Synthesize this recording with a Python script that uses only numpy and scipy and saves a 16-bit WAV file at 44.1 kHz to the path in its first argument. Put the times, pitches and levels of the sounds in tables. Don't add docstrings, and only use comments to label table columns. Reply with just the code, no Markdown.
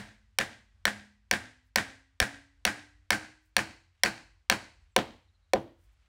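import sys
import numpy as np
from scipy import signal
from scipy.fft import rfft, irfft, next_fast_len
from scipy.io import wavfile
from scipy.ndimage import map_coordinates

SR = 44100
rng = np.random.default_rng(int(sys.argv[2]) if len(sys.argv) > 2 else 0)


def invert_db(x):
    u = np.asarray(x, float) / 20
    return 10 ** u


def log_audio(samples):
    frames = np.atleast_2d(samples).T
    limited = np.clip(frames, -1, 1)
    pcm = np.round(limited * 32767).astype(np.int16)
    wavfile.write(sys.argv[1], SR, pcm)


N = 268118
LEAD = SR // 5
SPAN = SR * 3 // 4
T = np.arange(SPAN) / SR

# (frequency [Hz], extra loss [dB/s])
AIR_LOSS = [(100, 15.5), (500, 39.5), (950, 24), (1800, 4), (4500, -4), (8000, 5.5), (11000, 44.5),
            (14000, 87.5)]


def unit(x):
    return x / np.sqrt(np.mean(x ** 2) + 1e-20)


def along(points, hz):
    f, v = np.transpose(points)
    return np.interp(np.log(hz + 1), np.log(f + 1), v)


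def coloured(points, size):
    m = next_fast_len(size)
    gain = invert_db(along(points, np.fft.rfftfreq(m, 1 / SR)))
    return unit(irfft(rfft(rng.standard_normal(m)) * gain, m)[:size])


def dying(size, db_of, window):
    hz, t, z = signal.stft(rng.standard_normal(size), SR, nperseg=window)
    return signal.istft(z * invert_db(db_of(hz[:, None], t)), SR, nperseg=window)[1][:size]


def pulse(db_of):
    cepstrum = irfft(np.log(invert_db(db_of(np.fft.rfftfreq(4096, 1 / SR)))))
    cepstrum = cepstrum * np.r_[1, np.full(2047, 2), 1, np.zeros(2047)]
    return irfft(np.exp(rfft(cepstrum)))[:2048]


def ring(hz, db, t60_s, rise_s):
    return invert_db(db - 60 * T / t60_s) * (1 - np.exp(-T / rise_s)) * np.sin(2 * np.pi * hz * T)


def bumps(resonances, hz):
    return sum(db / (1 + (2 * (hz - centre) / width) ** 2) for centre, width, db in resonances)


def rustles(rows, t):
    return sum(invert_db(db) * np.exp(-((t - s) / length_s) ** 2) for s, db, length_s in rows)


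def far_traffic():
    # (frequency [Hz], density [dB/Hz])
    spectrum = [(20, -44), (38, -17), (50, 1), (68, -12), (90, -4), (112, -24), (170, -32), (330, -41),
                (1500, -38), (4000, -44), (8000, -51), (12000, -62), (16500, -74)]
    swell = map_coordinates(rng.standard_normal(60), [np.arange(N) / SR * 8])
    return invert_db(-67 + 2 * swell) * coloured(spectrum, N)


def knock(db, colour_db, yard_db, dulling, seating):
    colour_hz = [150, 550, 1000, 1600, 2300, 3200, 5500, 11000]
    # (frequency [Hz], level [dB], t60 [s])
    head = [(535, 2, 0.08), (750, -2, 0.067), (982, -0.5, 0.023), (1340, -10.5, 0.0022), (1555, 0, 0.044),
            (1796, 7, 0.02), (2252, 7, 0.014), (2700, -12.5, 0.028), (2960, -13.5, 0.005),
            (3600, -3, 0.0016), (4350, -7.5, 0.026), (4300, -11, 0.017), (5670, -5, 0.043),
            (5980, -1, 0.012), (8150, -2.5, .006), (9410, 7.5, 0.008), (11600, -1, 0.0011),
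            (12920, 6, 0.0016), (15300, 10, .004)]
    # (frequency [Hz], t60 [s])
    crack_t60 = [(2000, 0.026), (5000, 0.013), (10000, 0.006), (16000, 0.00098)]
    # (frequency [Hz], level [dB])
    radiated = [(40, -22), (120, -5), (250, 1.5), (400, -1.5), (650, -1.5), (1200, -6), (1900, 3.5),
                (2800, -7), (3500, -6.5), (5500, -6.5), (8000, -6.5), (11000, -12), (13000, -13),
                (15700, -8.5), (16100, -29.5)]
    # (centre [Hz], width [Hz], level [dB])
    tock = [(534, 23, 5), (734, 270, 12), (1587, 120, 14.5), (1820, 1500, 6), (2180, 320, -5),
            (4360, 94, -1.5), (9500, 1900, 11)]
    # (centre [Hz], width [Hz], level [dB])
    seated = [(1510, 100, 7.5), (1880, 200, -6), (2550, 160, 4), (3500, 500, -11), (4370, 500, 7.5)]

    colour = list(zip(colour_hz, colour_db))
    modes = 0
    for hz, level_db, t60_s in head:
        detune, luck = rng.standard_normal(2)
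        mode = ring(hz * (1 + 0.011 * detune), level_db + along(colour, hz), t60_s, rise_s=.0002)
        modes = modes + np.sign(luck) * mode

    def crack_db(hz, t):
        return along(colour, hz) - 40 * (hz < 1200) - 60 * t / along(crack_t60, hz)

    crack = dying(2048, crack_db, window=32)
    crack = np.pad(crack, (0, SPAN - len(crack))) * (1 - np.exp(-(T / .0003) ** 2))

    crisp = np.clip(1 - .5 * dulling, 0, 1)

    def click_db(hz):
        tock_db = bumps(tock[:1], hz) + crisp * bumps(tock[1:], hz)
        tock_db = tock_db + (0.27 + crisp) * seating * bumps(seated, hz)
        return along(colour, hz) + along(radiated, hz) + tock_db - dulling * np.log2(1 + hz / 1000)

    click = pulse(click_db)
    small_head = signal.butter(2, 330, 'high', fs=SR, output='sos')
    direct = signal.sosfilt(small_head, modes + invert_db(13) * crack)
    return invert_db(db - 7.5) * direct, invert_db(db + yard_db + 9.5) * click


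def timber(peg_hz, peg_db, brace_db, beam_db, thud_db):
    # (frequency [Hz], density [dB/Hz])
    footings = [(30, -18.5), (60, -8), (90, -1), (120, 1.5), (150, -14), (200, -45)]

    def swell(at_s, width_s):
        return np.exp(-((T - at_s) / width_s) ** 2)

    peg = ring(peg_hz, peg_db, min(.62, .62 * (305 / peg_hz) ** 5), .025)
    brace = ring(207, brace_db, .6, .025)
    beam_swell = .8 * swell(.018, .012) + swell(.059, .014)
    beam = invert_db(beam_db) * beam_swell * np.sin(2 * np.pi * 210 * T)
    thud = invert_db(thud_db) * swell(.019, .007) * np.cos(2 * np.pi * 65 * (T - .019))
    shudder = invert_db(-45 - 60 * T / .5) * (1 - np.exp(-T / 0.022)) * coloured(footings, SPAN)
    return peg + brace + beam + thud + shudder


def walls():
    # (delay [s], level [dB], extra bass [dB], extra treble [dB], spread [s])
    surfaces = [(.008, -0.5, -17.5, -12, 0.0035), (0.0159, 7.5, -7.5, -7.5, .003),
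                (0.018, 1.5, -3, -5.5, 0.0038), (0.026, -1, 2, -5.5, 0.0018),
                (0.026, 12.5, -6, -12.5, 0.0037), (0.033, -3, 0.5, -3, .003), (0.039, -4, -3.5, -0.5, .004),
                (.046, -5, -1, -9, 0.0018), (.053, -2, -3, -4.5, 0.0054), (0.104, -25, -11, -9.5, 0.0018),
                (0.145, -8.5, -6.5, -11.5, 0.0054)]
    size = 8192
    hz, total = np.fft.rfftfreq(size, 1 / SR), 0
    for delay_s, db, bass_db, treble_db, spread_s in surfaces:
        smear = rng.standard_normal(size) * np.exp(-np.abs(T[:size] - delay_s) / spread_s * 3)
        loss_db = -delay_s * along(AIR_LOSS, hz) * (hz > 8000)
        tilt_db = along([(500, bass_db), (1500, 0.0086), (3000, 0), (8000, treble_db)], hz)
        total = total + rfft(smear / np.linalg.norm(smear)) * invert_db(db + loss_db + tilt_db)
    return np.pad(irfft(total, size), (0, SPAN - size))


def scatter():
    # (frequency [Hz], level [dB])
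    spectrum = [(60, 16), (200, 13.5), (600, 8.5), (1800, 1.5), (6000, -2), (11000, -3.5), (16000, -7.5)]
    tail = dying(SPAN, lambda hz, t: along(spectrum, hz) - t * along(AIR_LOSS, hz), window=140)

    def crowd(db, build_s, fall_db_per_s):
        return invert_db(db - fall_db_per_s * T) * (1 - np.exp(-(T / build_s) ** 2))

    sheds = crowd(7, 0.02, 297)
    trees = crowd(1, 0.11, 143)
    hill = crowd(-32.5, 0.11, 59.5)
    return tail * invert_db(-16.5) * np.hypot(sheds, trees + hill)


def mallet():
    # (time [s], knock level [dB], peg bending pitch [Hz], peg ring level [dB], softness [0-1])
    blows = [(-0.055, -13.5, 217.5, -48.5, 0.03), (0.3864, -10, 231, -51.5, 0.03),
             (0.8535, -11, 242, -52, 0.01), (1.312, -9.5, 253, -45.5, 0.01),
             (1.7587, -8.5, 268.7, -44.5, 0.01), (2.2013, -10, 280, -41, 0), (2.6512, -10, 295, -43.5, 0),
             (3.105, -10, 310.7, -40, 0), (3.566, -10, 328.6, -39.5, 0.05), (4.0348, -9, 330, -39, 0.04),
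             (4.4989, -8.5, 331.5, -46.5, 0.07), (4.9633, -7.5, 333, -45, 0.47),
             (5.5343, -14, 336.6, -33.5, 0.94)]
    clean_db = [-15.5, -14, -7, -5, -3, -2.5, -4.5, -9]
    seated_db = [3, 0.5, 4.5, 0, 3, 2.5, 3, 2]
    soft_db = [9.5, 22.5, 8, 4, -2.5, -0.5, -4, -6.5]
    glance_db = [0, 0, 0, -5, -4, 3, -5, 0]
    jolts = {0: (24, 0, -1), 1: (22, -8, -1), 2: (34, -10, 2), 5: (-8, 0, 14)}
    # (delay [s], level [dB])
    mirrors = [
        (0.0141, -9),
        (0.0263, -8.5),
    ]
    mirror_band = signal.butter(2, [1300, 2200], 'band', fs=SR, output='sos')
    seat_start_hz, seat_end_hz = 290, 330

    out = np.zeros(N + LEAD + 2 * SPAN)
    still = walls() + scatter()
    for k, (s, db, peg_hz, peg_db, soft) in enumerate(blows):
        soft = np.clip(soft, 0, 1)
        seating = np.clip((peg_hz - seat_start_hz) / (seat_end_hz - seat_start_hz), 0, 1)
        colour_db = np.array(clean_db) + seating * np.array(seated_db) + soft * np.array(soft_db)
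        colour_db = colour_db + min(1, 6.0 * soft) * np.array(glance_db)
        dulling = 0.88 + 1.9 * np.sqrt(soft)
        direct, click = knock(db, colour_db, -3.5 * soft ** 2, dulling, seating)

        copies = sum(invert_db(copy_db) * np.roll(direct, round(delay_s * SR)) for delay_s, copy_db in mirrors)
        direct = direct + (1 - soft ** .5) * signal.sosfilt(mirror_band, copies)

        yard = .8 * still + .6 * (walls() + scatter())
        yard = yard * invert_db(-12 * dulling * T)

        brace_beam_thud_db = np.add([-72, -39, -38.5], jolts.get(k, 0))
        frame = timber(peg_hz, peg_db, *brace_beam_thud_db)
        post = soft ** 2 * ring(375, db - 5.5, .11, 0.0018)
        blow = direct + signal.fftconvolve(click, yard)[:SPAN] + frame + post
        out[LEAD + round(s * SR):][:SPAN] += blow
    return out[LEAD:][:N]


def sleeve():
    # (time [s], level [dB], length [s])
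    crisp = [
        (1.67, -87, .025),
        (3.46, -84, 0.038),
        (5.835, -81.5, .045),
        (5.931, -85.5, 0.015),
    ]
    # (frequency [Hz], density [dB/Hz])
    crisp_spectrum = [(1500, -30), (3000, -6), (6000, -3), (9000, 0), (12500, -6), (14500, 0), (15800, -3),
                      (16300, -40)]
    # (time [s], level [dB], length [s])
    folds = [
        (3.98, -81, 0.049),
        (4.86, -86, 0.064),
        (5.9, -83.5, 0.033),
        (6.05, -81, 0.089),
    ]
    # (frequency [Hz], density [dB/Hz])
    fold_spectrum = [(500, -30.5), (1300, -5), (2600, 0), (4000, -8), (8000, -16), (12000, -29.5)]
    t = np.arange(N) / SR
    grain = invert_db(2 * map_coordinates(rng.standard_normal(1000), [t * 150]))
    cloth = rustles(crisp, t) * coloured(crisp_spectrum, N)
    cloth = cloth + (invert_db(-100) + rustles(folds, t)) * coloured(fold_spectrum, N)
    return grain * cloth


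def bird():
    # (time [s], pitch [Hz], length [s], level [dB])
    chirps = [
        (4.805, 7800, .035, -84),
        (4.91, 7600, .045, -84),
        (5.225, 4100, .04, -83),
        (5.265, 3900, .05, -80),
        (5.33, 4150, .05, -79),
        (5.41, 4000, .06, -83),
        (5.485, 3900, .035, -83),
    ]
    out = np.zeros(N + SPAN)
    for s, hz, length_s, db in chirps:
        where = [[np.zeros(SPAN), np.ones(SPAN)], [T * 400] * 2]
        phase_flutter, level_flutter = map_coordinates(rng.standard_normal((2, 400)), where)
        phase = 2 * np.pi * hz * T * (1.03 - .03 * T / length_s) + 1.2 * phase_flutter
        envelope = np.sin(np.pi * np.clip(T / length_s, 0, 1))
        out[round(s * SR):][:SPAN] += invert_db(db + 4 * level_flutter) * envelope * np.sin(phase)
    return out[:N]


def clamp():
    # (time [s], level [dB])
    ticks = [
        (5.587, -65),
        (5.601, -61),
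        (5.616, -63),
        (5.63, -69),
    ]
    out = np.zeros(N + SPAN)
    for s, db in ticks:
        tick = ring(9550, db, .025, .002) + ring(6000, db + 7, .008, .0003) + ring(3800, db + 2, .006, .0003)
        out[round(s * SR):][:SPAN] += tick
    return out[:N]


def scene():
    return (far_traffic() + mallet() + sleeve() + bird() + clamp())[None]


def band_limit(x):
    return signal.sosfilt(signal.butter(12, 17170, fs=SR, output="sos"), x)


def record(dry):
    low_hz, top_hz = 29.6, 16300
    dry = dry / (1 + np.abs(dry / .75) ** 4) ** (1 / 4)
    dry = signal.sosfilt(signal.butter(2, low_hz, 'high', fs=SR, output='sos'), dry)
    m = next_fast_len(N + 4096)
    lowpass = 1 / (1 + (np.fft.rfftfreq(m, 1 / SR) / top_hz) ** 60)
    mix = irfft(rfft(dry, m) * lowpass, m)[:, :N]
    return band_limit(mix)


dry = scene()
out = record(dry)
log_audio(out)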